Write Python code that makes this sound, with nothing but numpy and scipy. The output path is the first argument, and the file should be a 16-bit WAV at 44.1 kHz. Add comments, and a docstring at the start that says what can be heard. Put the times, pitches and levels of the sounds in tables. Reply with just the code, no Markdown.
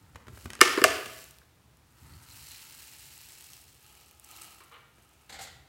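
"""A plastic jar of foam beads is handled close to a microphone in a bare, echoing room.
First fingers rub the plastic, and the lid creaks, catches on the rim and snaps off, ringing the jar.
Next the beads rustle and squeak, then pour onto soft slime: thousands of tiny clicks make a fine hiss.
Then the jar is swung upright and set down to one side, where its base judders to rest.
Last, something scrapes over the table. Soft room air and a low rumble lie under it all."""
import sys
import numpy as np
from scipy import signal
from scipy.io import wavfile
from scipy.ndimage import uniform_filter1d

SR = 44100
rng = np.random.default_rng(int(sys.argv[2]) if len(sys.argv) > 2 else 0)


def int16_out(signal):
    """Quantize to a 16-bit WAV file."""
    q = np.round(np.clip(np.atleast_2d(signal).T, -1, 1) * 32767)
    wavfile.write(sys.argv[1], SR, q.astype(np.int16))


N = 250488
TIME = np.arange(N) / SR

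# Levels in the tables are relative. A ring time is how long a note takes to fade by 60 dB.
# the lid catching on the rim: (time [s], shell ring [dB], crack [dB], air thump [dB], shell pitch [x])
LID_SNAPS = [(0.5031, -40.5, -31.5, -67.5, 1.1), (.533, -39.5, -31, -70, 0.92),
             (0.5522, -42.5, -36, -69, 1.05), (.6074, -12, -23, -45, .95), (0.6132, 0, .5, -12, 1.0),
             (0.7744, -19.5, -34.5, -15.5, 0.94), (.784, -22.5, -32, -25.5, 0.81),
             (0.8161, -18, -29, -15, .99), (.8400, -5, -4.5, -9, .98), (0.844, -13, -14, -22.5, .93)]
LID_OFF_S = .83  # from here on, snaps ring the open mouth more than the air under the lid
# notes of the lid's shell, the air under it and the open jar: (pitch [Hz], level [dB], ring time [s])
SHELL_NOTES = [(890, -19, 0.012), (1176, 2.5, 0.03), (1312, -2, 0.035), (1540, -3.5, 0.022),
               (1783, 1, 0.04), (2167, -7, 0.054), (2400, -9.5, 0.043), (2810, -9, 0.052),
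               (3120, -5, 0.0081), (3500, -15.5, 0.034), (4740, -10.5, 0.023), (5260, -7.5, 0.024),
               (7920, -13, 0.022), (10150, -11, .006)]
TRAPPED_AIR_NOTES = [(278, -5, 0.047), (370, 0.5, 0.064), (417, -6.5, 0.051), (491, -10.5, 0.11)]
MOUTH_NOTES = [(411, -2.5, 0.096), (508, -11.5, 0.13), (641.8, 2, 0.11), (730, -8.5, 0.094)]
# tone of the cracking plastic: (frequency [Hz], level [dB])
CRACK_TONE = [(200, -14), (700, -5), (1000, -3), (1400, 0), (3000, -1), (3900, -6.5), (5200, -4.5),
              (8000, -4.5), (12000, -11.5), (16000, -21)]

# beads sliding as the jar is gripped, jolted, tipped, shaken or righted:
# (time [s], rise [s], hold [s], fade [dB/s], hiss [dB], jar ring [dB])
BEAD_SLIDES = [(-.1, .1, .1, 40, -73, -70.5), (.25, .19, .01, 190, -56, -70), (.6, .05, .56, 105, -51, -68),
               (1.77, .4, 1.36, 50, -61, -64), (3.77, .09, .16, 48, -61, -66),
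               (4.173, 0.2, .1, 64.5, -54, -57.5), (4.85, .2, .25, 40.5, -72, -71)]
POUR_S, POUR_DB, THINNING_DB_PER_S = 2.177, -51.5, 4  # the stream thins as the jar empties
SURGE_DB, SURGES_PER_S = 0.56, 35  # beads leave the mouth in small surges
STRAYS_PER_S, STRAY_DB, BARE_WALL_DB = 55, -9.5, 5  # stray ticks in the rustle, louder in the empty jar
# tone of the beads' hiss and of the stray ticks: (frequency [Hz], level [dB])
HISS_TONE = [(300, -26.5), (1000, -11.5), (2000, -2.5), (2800, 2), (3500, -3.5), (4150, 1), (5500, -0.5),
             (6400, -3), (7400, 1), (10000, -4.5), (12300, 0), (13500, -6.5), (14800, -4.5), (16000, -1.5)]
STRAY_TONE = [(500, -18.5), (2000, -7.5), (7000, 0), (12000, -2), (16000, -6.5)]
# notes of the jar when full and when nearly empty: (pitch [Hz], level [dB], ring time [s])
FULL_JAR_NOTES = [(890, 2.5, 0.017), (1290, 2, 0.018), (1941.5, 10, 0.0042)]
EMPTY_JAR_NOTES = [(327, -11.5, 0.022), (816, -6.5, 0.016), (1276, -8, 0.032), (2250, -12, 0.01),
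                   (2900, 2.5, 0.0038)]
# the loudest beads hitting the jar: (time [s], level [dB], pitch [Hz])
BEAD_TICKS = [(1.189, -28, 5580), (1.2405, -29.5, 6780), (1.3088, -32.5, 5900), (1.3851, -37, 7000),
              (1.7704, -45, 12000), (3.5334, -28.5, 4800), (4.1106, -35, 12000), (4.197, -31, 11200),
              (4.2457, -30, 10600), (4.3119, -32, 12050), (4.3725, -34, 10800), (4.4189, -26.5, 7000)]
# foam squeaking on foam and plastic: (time [s], level [dB], pitch [Hz], length [s])
FOAM_SQUEAKS = [(1.407, -61, 1603, 0.034), (2.09, -65, 4340, 0.094), (2.265, -57.5, 4150, 0.081),
                (2.407, -57, 4110, 0.25), (4.324, -54, 4030, 0.029)]

# fingers shifting on the plastic: (time [s], rub [dB], low push [dB])
FINGER_RUBS = [(.147, -49, -52.5), (0.1574, -33, -50), (0.269, -42, -54), (0.2818, -36, -49.5),
               (0.374, -39, -59), (.4573, -30, -38.5), (0.5916, -35, -50.5), (1.059, -29.5, -54),
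               (4.6047, -43, -64), (4.983, -50, -64)]
# the jar's base touching the table: (time [s], level [dB])
BASE_TOUCHES = [(4.605, -57), (4.711, -52.5), (4.737, -54.5)]
# notes of the jar's base: (pitch [Hz], level [dB], ring time [s])
BASE_NOTES = [(475, -6.5, 0.027), (824, -10, 0.018), (1100, 2, 0.017), (1256, -3.5, 0.031),
              (1407, -4, 0.025), (1870, 0.5, 0.0089), (2300, -5, 0.028), (2887, 0.5, 0.0085),
              (3800, 0, 0.0041)]
# shoves that make up the scrape: (time [s], hold [s], level [dB], extra treble [dB])
SCRAPE_SHOVES = [(5.291, 0.0031, -46, 1), (5.32, .004, -46.5, 0.5), (5.337, 0.024, -49.5, -18),
                 (5.385, 0.006, -43.5, -2), (5.407, 0.025, -53, 14.5), (5.465, .003, -49.5, -9)]
# tone of the scraping surfaces: (frequency [Hz], level [dB])
SCRAPE_TONE = [(200, -4.5), (400, -8.5), (520, 1.5), (620, -3), (760, -2), (900, -6), (1250, -2),
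               (2000, -2), (2700, -4.5), (4200, 1), (5700, -9.5), (7400, -2), (9500, -14), (11500, -12.5),
               (16000, -25)]
# notes of the hollow thing that scrapes: (pitch [Hz], level [dB], ring time [s])
SCRAPE_NOTES = [(773, -5.5, 0.04), (1404, -13.5, 0.03), (2030, 2.5, 0.011)]

# pushes of the arms that rumble through the table: (time [s], hold [s], level [dB])
ARM_PUSHES = [(0.263, .04, -51), (0.422, 0.009, -48), (0.8, .02, -44.5), (2.002, 0.14, -52),
              (2.273, 0.12, -60), (5.33, .3, -60)]
RUMBLE_START_DB, RUMBLE_REST_DB, SETTLE_S = -57, -67, 1.8  # the rumble between pushes calms down
# tone of the rumble, the room's air and its echo: (frequency [Hz], level [dB])
RUMBLE_TONE = [(20, -43), (35, -20.5), (48, -11), (66, 2.5), (90, -4), (130, -2.5), (200, -17.5),
               (300, -17), (600, -47.5), (2000, -81)]
AIR_TONE = [(200, -3), (400, -4), (600, -7), (850, -6), (1300, -8.5), (2200, -11.5), (5000, -15.5),
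            (10000, -18), (16000, -21)]
ECHO_TONE = [(100, -4.5), (350, 2), (1000, -0.5), (2000, 0), (5000, -1), (8000, -3), (12000, -8),
             (16000, -5.5)]
# how long the room echoes: (frequency [Hz], ring time [s])
ECHO_TIMES = [(100, 0.45), (350, 0.68), (700, 0.67), (1700, 0.74), (4000, 0.68), (8000, 0.46),
              (16000, 0.92)]
AIR_DB, TREBLE_LIMIT_HZ = -66, 15950


def lid():
    """Each slip over the rim cracks, rings the shell and pumps the air; the last ones open the mouth."""
    waves, cracks, rings = np.zeros((3, N))
    for s, ring_db, crack_db, air_db, pitch_factor in LID_SNAPS:
        thump_db, pop_db = (air_db, air_db - 17.5) if s < LID_OFF_S else (air_db - 14.5, air_db)
        chatter = burst(decay_s=0.0012) + amp(-17) * burst(decay_s=0.0099)  # the rim skids and rattles
        add(waves, s, amp(crack_db - 5.5) * bending_wave(travel_s=.005))
        add(cracks, s, amp(crack_db + 1.5) * peak_one(colour(chatter, CRACK_TONE)))
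        add(rings, s, amp(ring_db) * ring(SHELL_NOTES, pitch_factor, rise_cycles=2.7))
        add(rings, s, amp(thump_db) * ring(TRAPPED_AIR_NOTES, rise_cycles=0.88))
        add(rings, s + 0.0036, amp(pop_db) * ring(MOUTH_NOTES, rise_cycles=1.8))
    return waves, cracks, rings


def bending_wave(travel_s, size=4096):
    """A click that has crossed the thin lid: treble travels fastest, 1 kHz takes about travel_s."""
    hz = np.fft.rfftfreq(size, 1 / SR)
    lag_cycles = 2 * travel_s * np.sqrt(1000 * hz) - travel_s * hz / 5
    spectrum = amp(value_at(CRACK_TONE, hz)) * np.exp(-2j * np.pi * lag_cycles)
    return peak_one(np.fft.irfft(spectrum)[:size // 2])


def beads():
    """Faster beads click more often; as the jar empties, its ring changes and stray ticks stand out."""
    stir, jar_gain = np.zeros((2, N))
    for s, rise_s, hold_s, fade_db_per_s, hiss_db, jar_db in BEAD_SLIDES:
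        motion = swell(s, rise_s, hold_s, fade_db_per_s)
        stir += amp(hiss_db) * motion
        jar_gain += amp(jar_db) * motion
    flow_db = POUR_DB - THINNING_DB_PER_S * (TIME - POUR_S) + SURGE_DB * wander(SURGES_PER_S)
    flow = amp(flow_db) * swell(POUR_S, rise_s=0.27, hold_s=1.115, fade_db_per_s=42)
    emptiness = np.clip((TIME - 2.4) / 1.68, 0, 1)
    stirred = stir * collisions(per_s=1500 + 16000 * stir / stir.max(), spread_db=3, clump_db=1.5,
                                wall_per_s=700, wall_db=-5)
    poured = flow * collisions(per_s=800 + 14000 * flow / flow.max(), spread_db=4, clump_db=1.3,
                               wall_per_s=900 - 600 * emptiness, wall_db=-3)
    knocks = tiny_hits(per_s=3000, spread_db=3)
    jar = np.sqrt(1 - emptiness) * through(knocks, ring(FULL_JAR_NOTES))
    jar += np.sqrt(emptiness) * through(knocks, ring(EMPTY_JAR_NOTES))
    strays = through(tiny_hits(STRAYS_PER_S, spread_db=1.5), burst(decay_s=0.00051))
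    stray_gain = amp(STRAY_DB + BARE_WALL_DB * emptiness) * (stir + amp(-3.5) * flow)
    return stirred + amp(1.5) * poured + jar_gain * jar + stray_gain * colour(strays, STRAY_TONE)


def collisions(per_s, spread_db, clump_db, wall_per_s, wall_db, bead_sizes=12):
    """Beads of many sizes click against one another in little clumps, each size at its own pitch."""
    t = np.arange(128) / SR
    clicks = np.zeros(N)
    for hz in np.linspace(1500, 16000, bead_sizes):
        ping = np.exp(-t / 0.00026) * np.cos(2 * np.pi * hz * t)
        clicks += through(tiny_hits(per_s / bead_sizes, spread_db), ping)
    wall_hits = amp(wall_db) * tiny_hits(wall_per_s, spread_db)  # sharp, with no pitch of their own
    hiss = colour(power_one(clicks) + wall_hits, HISS_TONE)
    return power_one(hiss * amp(clump_db * wander(per_s=340)))


def bead_ticks():
    """Single beads hit the jar: a very short click with a faint rattle after it."""
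    out = np.zeros(N)
    for s, db, hz in BEAD_TICKS:
        click = burst(decay_s=0.00051) + amp(-12.5) * burst(decay_s=0.0024)
        tone = [(hz / 12, -18), (hz / 3, -7), (hz, 0), (hz * 2, -3), (hz * 4, -9)]
        add(out, s + 0.00067, amp(db - 2.5) * peak_one(colour(click, tone)))
    return out


def foam_squeaks():
    """Pressed beads stick and slip in a brief, grainy whistle."""
    out = np.zeros(N)
    for s, db, hz, length_s in FOAM_SQUEAKS:
        fade_in_out = np.hanning(round(length_s * SR))
        slips = tiny_hits(per_s=990, spread_db=6)[:len(fade_in_out)]
        whistle = power_one(through(slips, ring([(hz, 0, .007)])))
        add(out, s, amp(db) * fade_in_out * whistle)
    return out


def fingers():
    """Skin slips briefly on the plastic, each time giving the jar a soft push."""
    out = np.zeros(N)
    skin_tone = [(150, -7), (400, 7), (800, -1.5), (1400, 4), (2500, -5.5), (6000, -13), (16000, -24)]
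    push = ring([(97, -2, 0.15), (152, -3, 0.018), (225, 2, 0.044)], rise_cycles=0.12)
    for s, rub_db, push_db in FINGER_RUBS:
        add(out, s, amp(rub_db) * peak_one(colour(burst(decay_s=.0045), skin_tone)))
        add(out, s, amp(push_db) * push)
    return out


def set_down():
    """The jar's base meets the table and judders to rest."""
    pressure = sum(amp(db) * swell(s, rise_s=.005, hold_s=0.015, fade_db_per_s=300)
                   for s, db in BASE_TOUCHES)
    return pressure * through(tiny_hits(per_s=2700, spread_db=1), ring(BASE_NOTES))


def scrape():
    """Something hollow sticks and slips over the table in dense clicks, brighter in the faster shoves."""
    slips = colour(tiny_hits(per_s=12000, spread_db=2), SCRAPE_TONE)
    body = amp(-6) * through(tiny_hits(per_s=1700, spread_db=-0.5), ring(SCRAPE_NOTES))
    dull = signal.sosfilt(signal.butter(1, 7000, fs=SR, output="sos"), slips)
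    treble = slips - dull
    out = np.zeros(N)
    for s, hold_s, db, treble_db in SCRAPE_SHOVES:
        shove = amp(db) * swell(s, rise_s=.008, hold_s=hold_s, fade_db_per_s=480)
        out += shove * (body + dull + amp(treble_db) * treble)
    return out


def background():
    """Steady room air, and a low rumble that swells each time the arms push on the table."""
    air, rumble = rng.standard_normal((2, N))
    calm = amp(RUMBLE_REST_DB + (RUMBLE_START_DB - RUMBLE_REST_DB) * np.exp(-TIME / SETTLE_S))
    pushes = sum(amp(db) * swell(s, rise_s=0.031, hold_s=hold_s, fade_db_per_s=128.5)
                 for s, hold_s, db in ARM_PUSHES)
    rumble = np.hypot(calm, pushes) * colour(rumble, RUMBLE_TONE, size=16384)
    return amp(AIR_DB) * colour(air, AIR_TONE) + rumble


def room(x, delay_s=.007):
    """Hard walls send back dense echoes, and each frequency dies away at its own speed."""
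    bounces = rng.standard_normal(SR) * (rng.random(SR) < 5000 / SR) * (TIME[:SR] > delay_s)
    hz, t, bands = signal.stft(bounces, SR, nperseg=256)
    fade = amp(-60 * t / value_at(ECHO_TIMES, hz)[:, None])
    tail = signal.istft(bands * fade, SR, nperseg=256)[1]
    return through(x, colour(tail, ECHO_TONE))


def ring(notes, pitch_factor=1, rise_cycles=0.61, size=8192):
    """The fading notes of a struck object; each needs some cycles to build, so low ones come last."""
    t = np.arange(size) / SR
    out = np.zeros(size)
    for k, (hz, db, ring_s) in enumerate(notes):
        build_up = 1 - np.exp(-(hz * t / rise_cycles) ** 2)
        wave = (-1) ** k * np.sin(2 * np.pi * hz * pitch_factor * t)
        out += amp(db - 60 * t / ring_s) * build_up * wave
    return peak_one(out)


def tiny_hits(per_s, spread_db, size_limit=4):
    """Random tiny impacts, their levels scattered by spread_db; average power 1."""
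    chance = rng.random(N) * SR / np.maximum(per_s, 1)
    at = np.flatnonzero(chance < 1)
    out = np.zeros(N)
    out[at] = (-1) ** at * amp(spread_db * np.minimum(-np.log(chance[at]), size_limit))
    return power_one(out / np.sqrt(np.maximum(per_s, 1)))  # more hits sound denser, not louder


def burst(decay_s, size=4096):
    """A dying puff of noise."""
    return rng.standard_normal(size) * np.exp(-np.arange(size) / SR / decay_s)


def swell(s, rise_s, hold_s, fade_db_per_s):
    """The loudness of one movement: a smooth rise from time s, a hold, then a steady fade."""
    rise = np.sin(np.pi / 2 * np.clip((TIME - s) / rise_s, 0, 1)) ** 2
    return rise * amp(-fade_db_per_s * np.clip(TIME - s - rise_s - hold_s, 0, 2))


def wander(per_s):
    """A smooth random drift, typically about 1 in size."""
    width = max(int(SR / per_s), 1)
    return power_one(uniform_filter1d(uniform_filter1d(rng.standard_normal(N), width), width))


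def colour(x, tone, size=2048):
    """Gives x a tone, listed as (frequency [Hz], level [dB]), without smearing it back in time."""
    log_gain = np.log(amp(value_at(tone, abs(np.fft.fftfreq(size, 1 / SR)))))
    spectrum = np.exp(np.conj(signal.hilbert(log_gain)))
    return through(x, np.fft.ifft(spectrum).real[:size // 2])


def through(x, response):
    """Every sample of x sets off a copy of the response, which is scaled to energy 1."""
    return signal.oaconvolve(x, response / np.linalg.norm(response))[:len(x)]


def value_at(points, hz):
    """Reads between the rows of a frequency table, with octaves evenly spaced."""
    frequencies, values = np.transpose(points)
    return np.interp(np.log(hz + 1), np.log(frequencies + 1), values)


def add(mix, s, sound):
    """Mixes a sound in at time s."""
    part = mix[round(s * SR):][:len(sound)]
    part += sound[:len(part)]


def amp(db):
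    """Turns decibels into a multiplier."""
    return 10 ** (np.asarray(db) / 20)


def power_one(x):
    """Scales to an average power of 1."""
    return x / np.sqrt(np.mean(x ** 2) + 1e-20)


def peak_one(x):
    """Scales to a peak of 1."""
    return x / abs(x).max()


def scene():
    """Near sounds arrive mostly straight; those to one side come more by way of the walls."""
    waves, cracks, rings = lid()
    handling = fingers() + bead_ticks()
    rustle = beads() + foam_squeaks()
    landing, scraping = set_down(), scrape()
    direct = waves + cracks + rings + handling + rustle + amp(-1) * landing + amp(-0.5) * scraping
    near_to_walls = amp(-10.5) * cracks + amp(-13) * rings + amp(-8) * handling + amp(-11) * rustle
    side_to_walls = amp(-6) * landing + amp(-6.5) * scraping
    echo = room(near_to_walls + side_to_walls)
    lid_echo = room(amp(-4.5) * waves)  # the whole lid sends out its clicks, along other paths
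    return (direct + echo + lid_echo + background())[None]


def record(dry):
    """The microphone loses deep bass, the loudest snap overloads it, and the highest treble is cut."""
    thinned = signal.sosfilt(signal.butter(3, 45, "high", fs=SR, output="sos"), dry)
    clipped = np.clip(thinned, -1, 1)
    treble_cut = signal.firwin(511, TREBLE_LIMIT_HZ, window=("kaiser", 8), fs=SR)
    return signal.oaconvolve(clipped, treble_cut[None], "same")


dry = scene()
out = record(dry)
int16_out(out)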